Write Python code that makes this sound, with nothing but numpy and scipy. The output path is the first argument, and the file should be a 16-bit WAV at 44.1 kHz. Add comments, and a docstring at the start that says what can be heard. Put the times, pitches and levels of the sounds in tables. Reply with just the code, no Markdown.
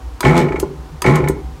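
"""The trigger of a desoldering gun clicks on, and a small vacuum pump in the bench unit spins up.
Its case hums at harmonics of the shaft; each turn thuds in the housing, rattles the panels, slaps a
valve and puffs air. The trigger clicks off, the pump coasts down, and the piston rocks to a stop with
a few knocks as the trigger clicks home. Then a second pull runs the same course.
Throughout, a small workroom reverberates and drones underneath."""
import sys
import numpy as np
from scipy import signal
from scipy.fft import rfft, irfft, next_fast_len
from scipy.io import wavfile
from scipy.ndimage import map_coordinates

SR = 44100
rng = np.random.default_rng(int(sys.argv[2]) if len(sys.argv) > 2 else 0)


def generate_wav(signal):
    """Clip the signal to [-1, 1] and save it as 16-bit WAV at the path in sys.argv[1]."""
    frames = np.transpose(np.atleast_2d(signal))
    scaled = np.clip(frames, -1, 1) * 32767
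    pcm = np.round(scaled).astype(np.int16)
    wavfile.write(sys.argv[1], SR, pcm)


N = 70560
T = np.arange(N) / SR
TAIL = np.arange(SR // 3) / SR  # time axis of one decay


# shaft speed, one list per run (time [s], speed [turns/s])
RUN_SPEEDS = [
    [(.229, 39), (.25, 54.8), (.28, 70.3), (.31, 81.2), (.34, 86), (.38, 85.3), (.41, 83), (.45, 56),
     (.5, 27)],
    [(1.0425, 42), (1.06, 52.4), (1.088, 64.4), (1.112, 72), (1.146, 75.6), (1.165, 84), (1.2, 65.4),
     (1.236, 39.8), (1.27, 34)],
]
# envelopes, one list per run (time [s], hum [dB], thuds [dB], rattle [dB], valve [dB], air [dB])
RUN_ENVELOPES = [
    [(0.225, -12.5, -24.5, -20, -23, -41.5), (0.253, -8.5, -9, -13.5, -13.5, -29),
     (0.279, -10, -14, -19.5, -21.5, -32.5), (0.335, -12.5, -23, -21, -27.5, -42),
     (0.383, -9, -11, -19.5, -23.5, -28.5), (0.419, -23.5, -13, -33, -28.5, -37.5),
     (0.475, -31, -18, -26, -35.5, -57), (0.489, -40, -22, -43, -33, -56), (0.5, -37, -20, -35, -33, -55)],
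    [(1.04, -3, -12, -17.5, -20.5, -43), (1.068, -9.5, -9.5, -18, -16, -28.5),
     (1.11, -9.5, -11, -22.5, -28, -37), (1.138, -12.5, -27, -24.5, -25.5, -43),
     (1.154, -17, -23, -20, -25, -35.5), (1.234, -26, -13.5, -35, -44.5, -56),
     (1.244, -22, -20, -35, -38, -66), (1.266, -21, -17, -35, -52, -64), (1.27, -18, -14, -23, -37, -59)],
]
def pump(speeds, envelopes):
    """Periodic forcing: one shaft drives every sound of a run, so pitch and stroke rate move together."""
    times, rates = np.transpose(speeds)
    start, stop = times[0], times[-1]
    speed = np.interp(T, times, rates)
    turns = np.cumsum(speed * (T > start)) / SR
    running = np.interp(T, [start - .003, start + .0016, stop - .01, stop + .0088], [0, 1, 1, 0])
    when, *columns = np.transpose(envelopes)
    hum_gain, thud_gain, rattle_gain, valve_gain, air_gain = [amp(np.interp(T, when, c)) for c in columns]

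    def strokes(part, turn_share, gain):
        """Impulse excitation: one slightly uneven blow a turn, at the given share of the turn."""
        due = (np.diff(np.ceil(turns - turn_share), prepend=0) > 0) * (T < stop - .025)
        blows = due * amp(1.1 * rng.standard_normal(N))
        rms = np.sqrt(np.sum(part(blows) ** 2) / running.sum())
        return part(blows * gain) / rms

    hum = amp(-2.5) * np.sqrt(2) * hum_gain * case_hum(speed, turns, start)
    hiss = amp(1) * air_gain * air(speed, turns)
    thuds = strokes(housing, .5, thud_gain)
    rattle = amp(-.5) * strokes(panels, .08, rattle_gain)
    slaps = amp(-1) * strokes(valve, 0, valve_gain)
    return running * (hum + hiss) + thuds + rattle + slaps


# shaft harmonics, from the first upward (level [dB])
HARMONICS = [-9, -1, -7.5, -8, -9, -10.5, -12, -14.5]
# radiation of the case (frequency [Hz], gain [dB])
CASE_RESPONSE = [(40, -25), (62, 2), (75, -5.5), (90, -14), (115, -3.5), (150, 2.5), (185, -1.5), (220, -3),
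                 (278, 1), (320, -9.5), (372, -2.5), (420, -8), (470, -1.5), (560, -16), (650, -7),
                 (900, -14)]
def case_hum(speed, turns, start, swell_s=0.015):
    """Forced vibration: harmonics of the shaft sweep through the resonances of the case."""
    hum = sum(amp(db + along(CASE_RESPONSE, k * speed)) * np.sin(2 * np.pi * k * turns)
              for k, db in enumerate(HARMONICS, 1))
    return hum * (1 - np.exp(-np.maximum(T - start, 0) / swell_s))


# rushing air (frequency [Hz], level [dB])
AIR_SPECTRUM = [(1500, -48), (2500, -4.5), (3500, -5.5), (4000, -6.5), (4800, -12.5), (7000, -14),
                (8400, -14.5), (9200, -22), (12000, -31), (16000, -36)]
# the rush over one turn (phase [turns], level [dB])
PUFF_SHAPE = [(0, 3), (.06, 4), (.25, 1.5), (.7, -1.5), (1, 2)]
def air(speed, turns, tick_t60=0.011, full_tick_hz=55):
    """Amplitude modulation: the hiss pulses once a turn, with a dry tick that weakens at low speed."""
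    phase = turns % 1
    tick_decay = amp(-.5 - 60 * phase / speed / tick_t60)
    ticks = noise(SNAP_SPECTRUM) * tick_decay * np.minimum(speed / full_tick_hz, 1) ** 2
    puff = amp(np.interp(phase, *np.transpose(PUFF_SHAPE)))
    return ticks + unit(noise(AIR_SPECTRUM) * puff)


# resonances of the housing (frequency [Hz], level [dB], t60 [s])
HOUSING_MODES = [(60, -30, 0.18), (147.7, -12, 0.67), (222, -14, 0.028), (272.9, -8, 0.116),
                 (372.4, -4.5, 0.16), (386, 0.5, 0.027), (473, -6, 0.044), (671, -17, 0.069),
                 (847, -20.5, 0.053), (1047, -17.5, 0.11)]
def housing(blows):
    """Impact excitation: the piston thuds into the low modes of the housing."""
    return struck(blows, HOUSING_MODES, attack_s=.001, grit_db=-6.5, grit_t60=.05, band_hz=(177.3, 1600))


# resonances of loose sheet metal (frequency [Hz], level [dB], t60 [s])
PANEL_MODES = [(653, 0.5, 0.049), (851.7, 0, 0.13), (929, -2, 0.07), (1048.4, -1.5, 0.11),
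               (1240, -11, 0.032), (1325, -2.5, 0.073), (1432, -6, 0.065)]
def panels(blows):
    """Plate vibration: the shaken panels rattle in their midrange modes."""
    return struck(blows, PANEL_MODES, attack_s=.0023, grit_db=2, grit_t60=.037, band_hz=(604, 1660))


# resonances of the valve (frequency [Hz], level [dB], t60 [s])
VALVE_MODES = [(1772, -10, 0.053), (1901, -8, 0.047), (1959, -8, 0.04), (2105, -13, 0.018),
               (2218, 1.5, 0.039), (2319, -9, 0.047), (2384, -7.5, 0.028)]
def valve(blows):
    """Damped free vibration: the valve flaps shut and its high modes die quickly."""
    return struck(blows, VALVE_MODES, attack_s=.0085, grit_db=-11.5, grit_t60=.042, band_hz=(1500, 3040))


# clatter of a struck part (frequency [Hz], level [dB])
CLATTER_SPECTRUM = [(180, 3.5), (280, -4.5), (370, -11.5), (580, -20), (1050, -24), (1390, -24.5),
                    (1540, -34), (1900, -24.5), (2210, -20.5), (2640, -44), (3200, -27)]
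def struck(blows, modes, attack_s, grit_db, grit_t60, band_hz):
    """Convolution: each blow starts the ring of a part and a short burst of gritty clatter."""
    ringing = signal.fftconvolve(blows, ring(modes, attack_s))[:N]
    grit = noise(CLATTER_SPECTRUM, band_hz=band_hz)
    return ringing + amp(grit_db) * bursts(blows, grit_t60, attack_s=.00079) * grit


# the piston rocks against its dead point (time [s], level [dB])
PISTON_KNOCKS = [(.506, -9.5), (.543, -7.5), (.585, -11.5), (.628, -5), (1.204, -9.5), (1.259, -9.5),
                 (1.297, -4.5), (1.363, -18.5), (1.4, -35)]
# resonances of the pump on its mounts (frequency [Hz], level [dB], t60 [s])
MOUNT_MODES = [(65, -12, 0.47), (146.5, -22.5, 0.65), (324.6, -7, 0.076), (372, -15, 0.13),
               (384.5, 7, 0.039), (465, -11.5, 0.047), (623, -17.5, 0.068), (867, -14, 0.078),
               (1020, -16, 0.079), (1416, -19.5, 0.04)]
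# last slaps of the valve (time [s], level [dB])
LAST_SLAPS = [(.485, -19.5), (.521, -19.5), (.558, -19), (1.239, -19), (1.274, -17)]
def rocking():
    """Oscillation about rest: the stopping piston flaps the valve and rocks the pump on its mounts."""
    knocks = struck(train(PISTON_KNOCKS), MOUNT_MODES,
                    attack_s=.0037, grit_db=-17, grit_t60=.13, band_hz=(200, 1510))
    slaps = train(LAST_SLAPS)
    puffs = noise(AIR_SPECTRUM, band_hz=(0, 8600)) * bursts(slaps, t60=.055, attack_s=.0028)
    return knocks + amp(6.5) * valve(slaps) + amp(-6.5) * panels(slaps) + amp(-17.5) * puffs


# on, off and home, twice (time [s], level [dB], relative ring [dB], relative scrape [dB], tilt [dB/oct])
TRIGGER_CLICKS = [(0.2063, -15, 2, -50, -3), (0.3776, -19.5, -4, -10, -2.5), (.6, -18.5, -10.5, -5.5, .5),
                  (1.0198, -14.5, 3, -53, -3), (1.157, -19, -6, -20, -3), (1.2862, -19.5, -10, -8, 3)]
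# resonances of the plastic gun (frequency [Hz], level [dB], t60 [s])
GUN_MODES = [(370, -12, 0.27), (970, -2, 0.052), (1227, -0.5, 0.039), (2500, -25, 0.015),
             (3410, -11, 0.032), (4500, -8, 0.019), (4850, -2, 0.024), (6440, -5, 0.017),
             (8520, -2.5, 0.021)]
# a dry snap, also the tick of the pump (frequency [Hz], level [dB])
SNAP_SPECTRUM = [(500, -12.5), (1500, -0.5), (3200, -2), (5500, -3.5), (7500, 1), (10000, -2.5),
                 (13000, -3), (16000, -17)]
def trigger():
    """Transient excitation: a short scrape swells into a broadband snap that rings the plastic gun."""
    out = np.zeros(N)
    for s, db, ring_db, scrape_db, tilt in TRIGGER_CLICKS:
        colour = [(hz, level + tilt * np.log2(hz)) for hz, level in SNAP_SPECTRUM]
        snap = noise(colour, size=len(TAIL)) * (fade(.02) + amp(-25.5) * fade(.12))
        body = amp(ring_db - 1.5) * ring(GUN_MODES, attack_s=.0017)
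        add(out, s, amp(db) * (snap + body))
        scrape_gain = amp(db + scrape_db - 60 * abs(T - s) / .014) * (T < s)
        out += scrape_gain * noise(colour)
    return out


# reverberation time of the workroom (frequency [Hz], t60 [s])
ROOM_DECAY = [(60, 1), (150, 0.85), (400, 0.46), (1000, 0.42), (3000, 0.27), (12000, 0.062)]
def room(x, delay_s=.005):
    """Reverberation: a diffuse tail decays exponentially, slowest in the bass."""
    hz, t, spectra = signal.stft(rng.standard_normal(SR), SR, nperseg=256)
    t60 = along(ROOM_DECAY, hz)[:, None]
    decaying = spectra * amp(-60 * t / t60) / np.sqrt(t60 / t60[-1])
    tail = signal.istft(decaying, SR, nperseg=256)[1]
    delayed = np.pad(x, (round(delay_s * SR), 0))
    return signal.fftconvolve(delayed, tail / np.linalg.norm(tail))[:N]


# tones of the room (frequency [Hz], level [dB], waver [dB])
DRONE_TONES = [(60, -41.5, 10), (150.3, -65, -17), (763, -52, 4.5)]
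# rumble and hiss of the room (frequency [Hz], level [dB])
FLOOR_SPECTRUM = [(20, -29), (40, -1), (56, 6), (66, 7), (80, 0), (116, -11), (150, -11), (190, -25),
                  (250, -9), (400, -16.5), (500, -15), (600, -21.5), (780, -19), (950, -16.5), (1900, -28),
                  (3300, -32), (6000, -35), (16000, -47)]
def background():
    """Random modulation: a few tones waver in level and phase over a steady noise floor."""
    tones = sum(amp(db + waver_db * wobble(13.75)) * np.sin(2 * np.pi * hz * T + .37 * wobble(21))
                for hz, db, waver_db in DRONE_TONES)
    return amp(-35.5) * noise(FLOOR_SPECTRUM) + tones


def amp(db):
    """Decibels to gain."""
    return 10 ** (np.asarray(db) / 20)


def unit(x):
    """Normalisation to rms 1."""
    return x / np.sqrt(np.mean(x ** 2) + 1e-20)


def along(points, hz):
    """Interpolation on a log frequency axis."""
    f, v = np.transpose(points)
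    return np.interp(np.log(hz + 1), np.log(f + 1), v)


def filtered(x, response):
    """Linear filtering: the spectrum times a frequency response."""
    m = next_fast_len(len(x) + 8192)
    return irfft(rfft(x, m) * response(np.fft.rfftfreq(m, 1 / SR)), m)[:len(x)]


def noise(spectrum, size=N, band_hz=(0, SR)):
    """Spectral shaping: coloured noise of rms 1."""
    low, high = band_hz
    white = rng.standard_normal(size)
    return unit(filtered(white, lambda f: amp(along(spectrum, f)) * (f >= low) * (f < high)))


def wobble(rate_hz):
    """Spline interpolation of random values."""
    return map_coordinates(rng.standard_normal(int(N * rate_hz / SR) + 4), [T * rate_hz], mode="nearest")


def fade(t60):
    """Exponential decay."""
    return amp(-60 * TAIL / t60)


def bursts(blows, t60, attack_s):
    """Superposition of one rising and decaying envelope per blow."""
    return signal.fftconvolve(blows, fade(t60) * (1 - np.exp(-TAIL / attack_s)))[:N]


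def ring(modes, attack_s):
    """Modal superposition: damped sines with a soft start."""
    swell = 1 - np.exp(-TAIL / attack_s)
    return swell * sum(amp(db) * fade(t60) * np.sin(2 * np.pi * hz * TAIL) for hz, db, t60 in modes)


def train(events):
    """Impulse train from (time [s], level [dB]) rows."""
    s, db = np.transpose(events)
    return np.bincount(np.round(s * SR).astype(int), amp(db), N)[:N]


def add(out, s, x):
    """Superposition of x at time s."""
    i = max(0, round(s * SR))
    out[i:i + len(x)] += x[:max(0, N - i)]


def scene():
    """Superposition: direct sound of pump and trigger, its reverberation and the drone."""
    runs = sum(pump(speeds, envelopes) for speeds, envelopes in zip(RUN_SPEEDS, RUN_ENVELOPES))
    direct = runs + rocking() + trigger()
    return (direct + amp(-8.5) * room(direct) + background())[None]


def record(dry, top_hz=15900):
    """Soft saturation rounds the loudest peaks; a low-pass limits the band."""
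    rounded = dry[0] / (1 + np.abs(dry[0] / 1.05) ** 6) ** (1 / 6)
    return filtered(rounded, lambda hz: hz < top_hz)[None]


dry = scene()
out = record(dry)
generate_wav(out)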